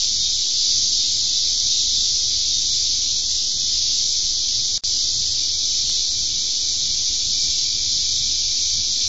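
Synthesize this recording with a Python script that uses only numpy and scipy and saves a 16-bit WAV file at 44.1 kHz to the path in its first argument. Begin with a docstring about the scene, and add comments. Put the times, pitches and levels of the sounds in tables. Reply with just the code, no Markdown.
"""An evening insect chorus over a lawn, heard by a small mono camera that thins weak bands throughout.
From the start many singers' clicks, ringing in wing bands, blur into a bright hiss over suburb rumble, air and hum.
Two distant birds whistle sine notes for under three seconds, while the chorus eases down until 4 s.
Near 4.8 s the signal drops out briefly and a tick marks its return; a low band of far singers then swells.
A second tick falls near 5.9 s; the rumble climbs slowly from first to last."""
import sys
import numpy as np
from scipy import signal
from scipy.fft import rfft, irfft, dct, next_fast_len
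from scipy.io import wavfile
from scipy.ndimage import uniform_filter1d, map_coordinates

SR = 44100
rng = np.random.default_rng(int(sys.argv[2]) if len(sys.argv) > 2 else 0)


def int16_out(signal):
    """Quantize to a 16-bit WAV file."""
    q = np.round(np.clip(np.atleast_2d(signal).T, -1, 1) * 32767)
    wavfile.write(sys.argv[1], SR, q.astype(np.int16))


def linear_from_db(decibels):
    """Turn decibels (scalar or array-like) into linear amplitude factors; 0 gives 1."""
    return 10 ** (np.asarray(decibels, float) / 20)


N = 400412  # length in samples


def unit(x):
    """Scales a signal to rms 1."""
    return x / np.sqrt(np.mean(x ** 2) + 1e-20)


def along(points, hz):
    """Reads a curve of (Hz, value) points on a log frequency axis."""
    f, v = np.transpose(points)
    return np.interp(np.log(hz + 1), np.log(f + 1), v)


def fader(points):
    """Draws a level in dB for every sample through (s, dB) points."""
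    return np.interp(np.arange(N) / SR, *np.transpose(points))


def wobble(rate):
    """Draws a smooth random curve with rate knots a second, 30 at most."""
    knots = rng.standard_normal(int(N * 30 / SR) + 4)
    position = np.arange(0, N, 16) * min(rate, 30) / SR
    curve = map_coordinates(knots, [position])
    return np.repeat(curve, 16)[:N]  # held for 16 samples


def filtered(x, response):
    """Multiplies the spectrum of x by a response of frequency."""
    m = next_fast_len(N + 8192)
    return irfft(rfft(x, m) * response(np.fft.rfftfreq(m, 1 / SR)), m)[..., :N]


def coloured(x, spectrum):
    """Filters x by a (Hz, dB) curve and brings it to rms 1."""
    return unit(filtered(x, lambda hz: linear_from_db(along(spectrum, hz))))


# tone of the suburb rumble: freq_hz [Hz], relative_level_db [dB per Hz]
RUMBLE_SPECTRUM = [(10, -2), (35, -5), (60, -0.5), (100, -1.5), (125, -6), (150, -12.5), (220, -10),
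                   (240, -40.5)]
RUMBLE_START_DB, RUMBLE_RISE_DB_PER_S = -46, 0.42


def rumble():
    """Low-pitched noise that climbs steadily while its level wavers."""
    t = np.arange(N) / SR
    level_db = RUMBLE_START_DB + RUMBLE_RISE_DB_PER_S * t + 1.2 * wobble(9)
    return linear_from_db(level_db) * coloured(rng.standard_normal(N), RUMBLE_SPECTRUM)


# tone of the air and far traffic: freq_hz [Hz], relative_level_db [dB per Hz]
AIR_SPECTRUM = [(130, -29), (225, -0.5), (280, -0.5), (556, -11), (712, -11), (1360, -19.5), (1730, -17),
                (1880, -23), (2000, -11.5), (2600, -42.5), (4400, -120)]


def air():
    """Air and far traffic as coloured noise with a slightly wavering level."""
    level_db = -52 + 0.45 * wobble(3.3)
    return linear_from_db(level_db) * coloured(rng.standard_normal(N), AIR_SPECTRUM)


# hum and whine tones: pitch_hz [Hz], level_db [dB, sine peak around which the level wavers]
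HUM_TONES = [(59.2, -50), (235.5, -63.5), (1293.3, -74)]


def hum():
    """Sines whose levels and phases drift a little."""
    t = np.arange(N) / SR
    out = 0
    for pitch_hz, level_db in HUM_TONES:
        gain = linear_from_db(level_db + 2.9 * wobble(3.4))
        drift_rad = 0.42 * wobble(2.5)
        out = out + gain * np.sin(2 * np.pi * pitch_hz * t + drift_rad)
    return out


# band of the far low group: pitch_hz [Hz], width_hz [Hz, between half-amplitude points]
LOW_BAND = (2340, 140)
# swell of the far low group: start_s [s], level_db [dB, before pulsing]
LOW_SWELL = [(0, -62.5), (4.999, -60), (7.5, -52), (9.08, -51)]


def low_chorus():
    """A far group blurred by distance into one narrow pulsing band of noise."""
    pitch_hz, width_hz = LOW_BAND
    band = filtered(rng.standard_normal(N), lambda hz: 1 / (1 + (2 * (hz - pitch_hz) / width_hz) ** 2))
    return linear_from_db(fader(LOW_SWELL) + 1.5 * wobble(6.2)) * unit(band)


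# whistles of two birds: start_s [s], note [name], level_db [dB, note peak before wavering]
BIRD_WHISTLES = [(.202, "rising", -25.5), (.611, "falling", -32.5), (.64, "short", -28),
                 (.966, "rising", -26), (1.27, "falling", -30), (1.349, "short", -27),
                 (1.711, "rising", -25.5), (1.96, "falling", -29), (2.017, "short", -25),
                 (2.51, "rising", -26), (2.64, "falling", -32.5)]
# kinds of bird note, by name: length_s [s], start_hz [Hz], end_hz [Hz]
BIRD_NOTES = {"rising": (0.13, 3705, 3730), "falling": (.19, 3570, 3490), "short": (.058, 3960, 3960)}


def birds():
    """Soft sine whistles, sliding or level in pitch, that waver on their way through the trees."""
    out = np.zeros(N)
    for start_s, note, level_db in BIRD_WHISTLES:
        length_s, start_hz, end_hz = BIRD_NOTES[note]
        u = np.arange(round(length_s * SR)) / (length_s * SR)  # 0 to 1 through the note
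        phase = 2 * np.pi * length_s * (start_hz * u + (end_hz - start_hz) * u ** 2 / 2)
        shape = np.sin(np.pi * u ** 0.44) ** 0.54  # quick rise, slower fall
        out[round(start_s * SR):][:len(u)] += linear_from_db(level_db) * shape * np.sin(phase)
    return out * linear_from_db(2.2 * wobble(25))


def clicks(rate, scatter_db):
    """Wing clicks of a crowd at random moments, rate a second, with random sign and size."""
    struck = rng.random(N) < rate / SR
    sign = rng.choice([-1, 1], N)
    size = linear_from_db(scatter_db * rng.standard_normal(N))
    return unit(struck * sign * size)


# tone filter over all singers together: freq_hz [Hz], relative_level_db [dB]
CHORUS_SPECTRUM = [(1120, -63), (1900, -33.5), (2270, -26.5), (2730, -23), (3530, -4), (4780, 1),
                   (6120, -0.5), (6860, -7.5), (7480, -16), (9720, -44), (16500, -120)]
# easing of the main chorus: start_s [s], level_db [dB rms]
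CHORUS_FADER = [(0, -20), (2, -20.5), (4, -21.5), (9.08, -21.5)]


def chorus(count=7):
    """Groups of singers, each ringing in its own wing band and swelling partly with the others."""
    pitches, step_hz = np.linspace(1900, 7700, count, retstep=True)
    shared_db = .2 * wobble(4) + .3 * wobble(9)
    m = next_fast_len(N)
    hz = np.fft.rfftfreq(m, 1 / SR)
    crowd = 0
    for pitch_hz in pitches:
        swell = linear_from_db(shared_db + 0.8 * wobble(5) + 0.41 * wobble(14))
        near = .5 * clicks(rate=3000, scatter_db=3)
        far = rng.standard_normal(N)  # far clicks blur to noise
        wing = np.cos(np.pi / 2 * np.clip((hz - pitch_hz) / step_hz, -1, 1))  # neighbours overlap evenly
        crowd = crowd + wing * rfft(swell * (near + far), m)
    return linear_from_db(fader(CHORUS_FADER)) * coloured(irfft(crowd, m)[:N], CHORUS_SPECTRUM)


def scene():
    """One microphone feeds both channels."""
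    background = rumble() + air() + hum()
    mono = background + low_chorus() + birds() + chorus()
    return np.array([mono, mono])


# where narrow bands blink out: centre_hz [Hz], spread_hz [Hz], share [fraction of frames at the centre]
BLINK_BANDS = [(165, 75, .8), (1590, 70, .1), (1894, 70, 0.87), (2450, 500, .1), (2810, 120, .55),
               (7597, 150, .6)]
EDGE_HZ = 7100  # above it a muted band mutes all higher ones


def muted(z, width=7, first=1):
    """True where a narrow band is at its quietest against the moments around it."""
    count = (z.shape[1] - first) // width
    hz = (first + width * (np.arange(count) + .5)) * SR / (2 * z.shape[1])
    share = sum(top * np.exp(-((hz - centre_hz) / spread_hz) ** 4) for centre_hz, spread_hz, top in BLINK_BANDS)
    bands = z[:, first:first + count * width].reshape(len(z), count, width)
    power = uniform_filter1d(np.sum(bands ** 2, axis=2), size=2, axis=0)
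    relative = power / (uniform_filter1d(power, size=20, axis=0) + 1e-20)
    rank = np.argsort(np.argsort(relative, axis=0), axis=0)  # 0 is the quietest frame
    off = rank < share * len(z) - .5
    off = off | (np.cumsum(off * (hz > EDGE_HZ), axis=1) > 0)
    rest = z.shape[1] - first - count * width
    return np.pad(np.repeat(off, width, axis=1), [(0, 0), (first, rest)])


# coarseness of the stored sound: freq_hz [Hz], step_db [dB, rounding step over the usual level]
STORED_STEP = [(100, 4), (300, 4), (1000, -2), (1800, 5), (2300, 8), (2850, 10), (3400, 4), (6800, 1),
               (7500, 9)]
TOP_HZ = 7630


def thinned(x, size=1536):
    """The camera stores lapped cosine frames coarsely and mutes weak bands while they are quietest."""
    frames = N // size + 2
    window = signal.windows.kaiser_bessel_derived(2 * size, 4 * np.pi)
    x = np.pad(x, (size, (frames + 1) * size - N - size)).reshape(-1, size)
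    a, b, c, d = np.split(np.hstack([x[:-1], x[1:]]) * window, 4, axis=1)
    z = dct(np.hstack([-c[:, ::-1] - d, a - b[:, ::-1]]), type=4, norm="ortho")
    hz = (np.arange(size) + .5) * SR / (2 * size)
    usual = np.sqrt(uniform_filter1d(np.mean(z ** 2, axis=0), size=5) + 1e-20)
    step = linear_from_db(along(STORED_STEP, hz)) * usual
    kept = np.round(z / step) * step * (hz < TOP_HZ) * ~muted(z)
    # back to sound: unfold each frame and overlap it with the next
    u, v = np.split(dct(kept, type=4, norm="ortho"), 2, axis=1)
    out = np.hstack([v, -v[:, ::-1], -u[:, ::-1], -u]) * window
    return (out[1:, :size] + out[:-1, size:]).ravel()[:N]


CUT_S, RETURN_S = 4.779, 4.8367
TRACE_DB, TRACE_S = -17.5, 0.031  # fades after the cut
LEAD_DB, LEAD_S = -31, 0.021  # grows before the return
RECOVER_DB, RECOVER_S = -6, .01  # starting gain and length of the recovery


def dropout():
    """Gain that falls to a fading trace and recovers, and a mask of where the signal is on."""
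    t = np.arange(N) / SR
    trace = linear_from_db(TRACE_DB) * np.sqrt(np.clip(1 - (t - CUT_S) / TRACE_S, 0, 1))
    lead = linear_from_db(LEAD_DB) * np.clip(1 - (RETURN_S - t) / LEAD_S, 0, 1)
    back = linear_from_db(RECOVER_DB * np.clip(1 - (t - RETURN_S) / RECOVER_S, 0, 1))
    gain = np.where(t < CUT_S, 1, np.where(t < RETURN_S, trace + lead, back))
    return gain, (t < CUT_S) | (t >= RETURN_S)


# electric ticks: start_s [s], level_db [dB, spike before its treble is rounded off], top_hz [Hz]
TICK_SPIKES = [(4.8367, -12, 10000), (5.8976, -10, 11800)]


def ticks():
    """Single-sample spikes, their spectrum rounded off towards the top."""
    out = 0
    for start_s, level_db, top_hz in TICK_SPIKES:
        spike = linear_from_db(level_db) * (np.arange(N) == round(start_s * SR))
        out = out + filtered(spike, lambda hz: np.clip(3.5 * (1 - hz / top_hz), 0, 1))
    return out


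def band_limit(x):
    """A steep low-pass at the top of the band."""
    return signal.sosfilt(signal.butter(12, 12500, fs=SR, output="sos"), x)


def record(dry):
    """Thins the sound, drops it out over a faint hiss, adds a small offset, limits the band and adds ticks."""
    gain, on = dropout()
    hiss = ~on * linear_from_db(-33) * rng.standard_normal(N)  # only in the gap, before the dropout gain
    offset = .0167 * on  # constant shift, full scale 1
    x = gain * (thinned(dry[0]) + hiss) + offset
    x = filtered(x, lambda hz: np.clip((TOP_HZ + 200 - hz) / 200, 0, 1)) + ticks()
    return band_limit(np.array([x, x]))


dry = scene()
out = record(dry)
int16_out(out)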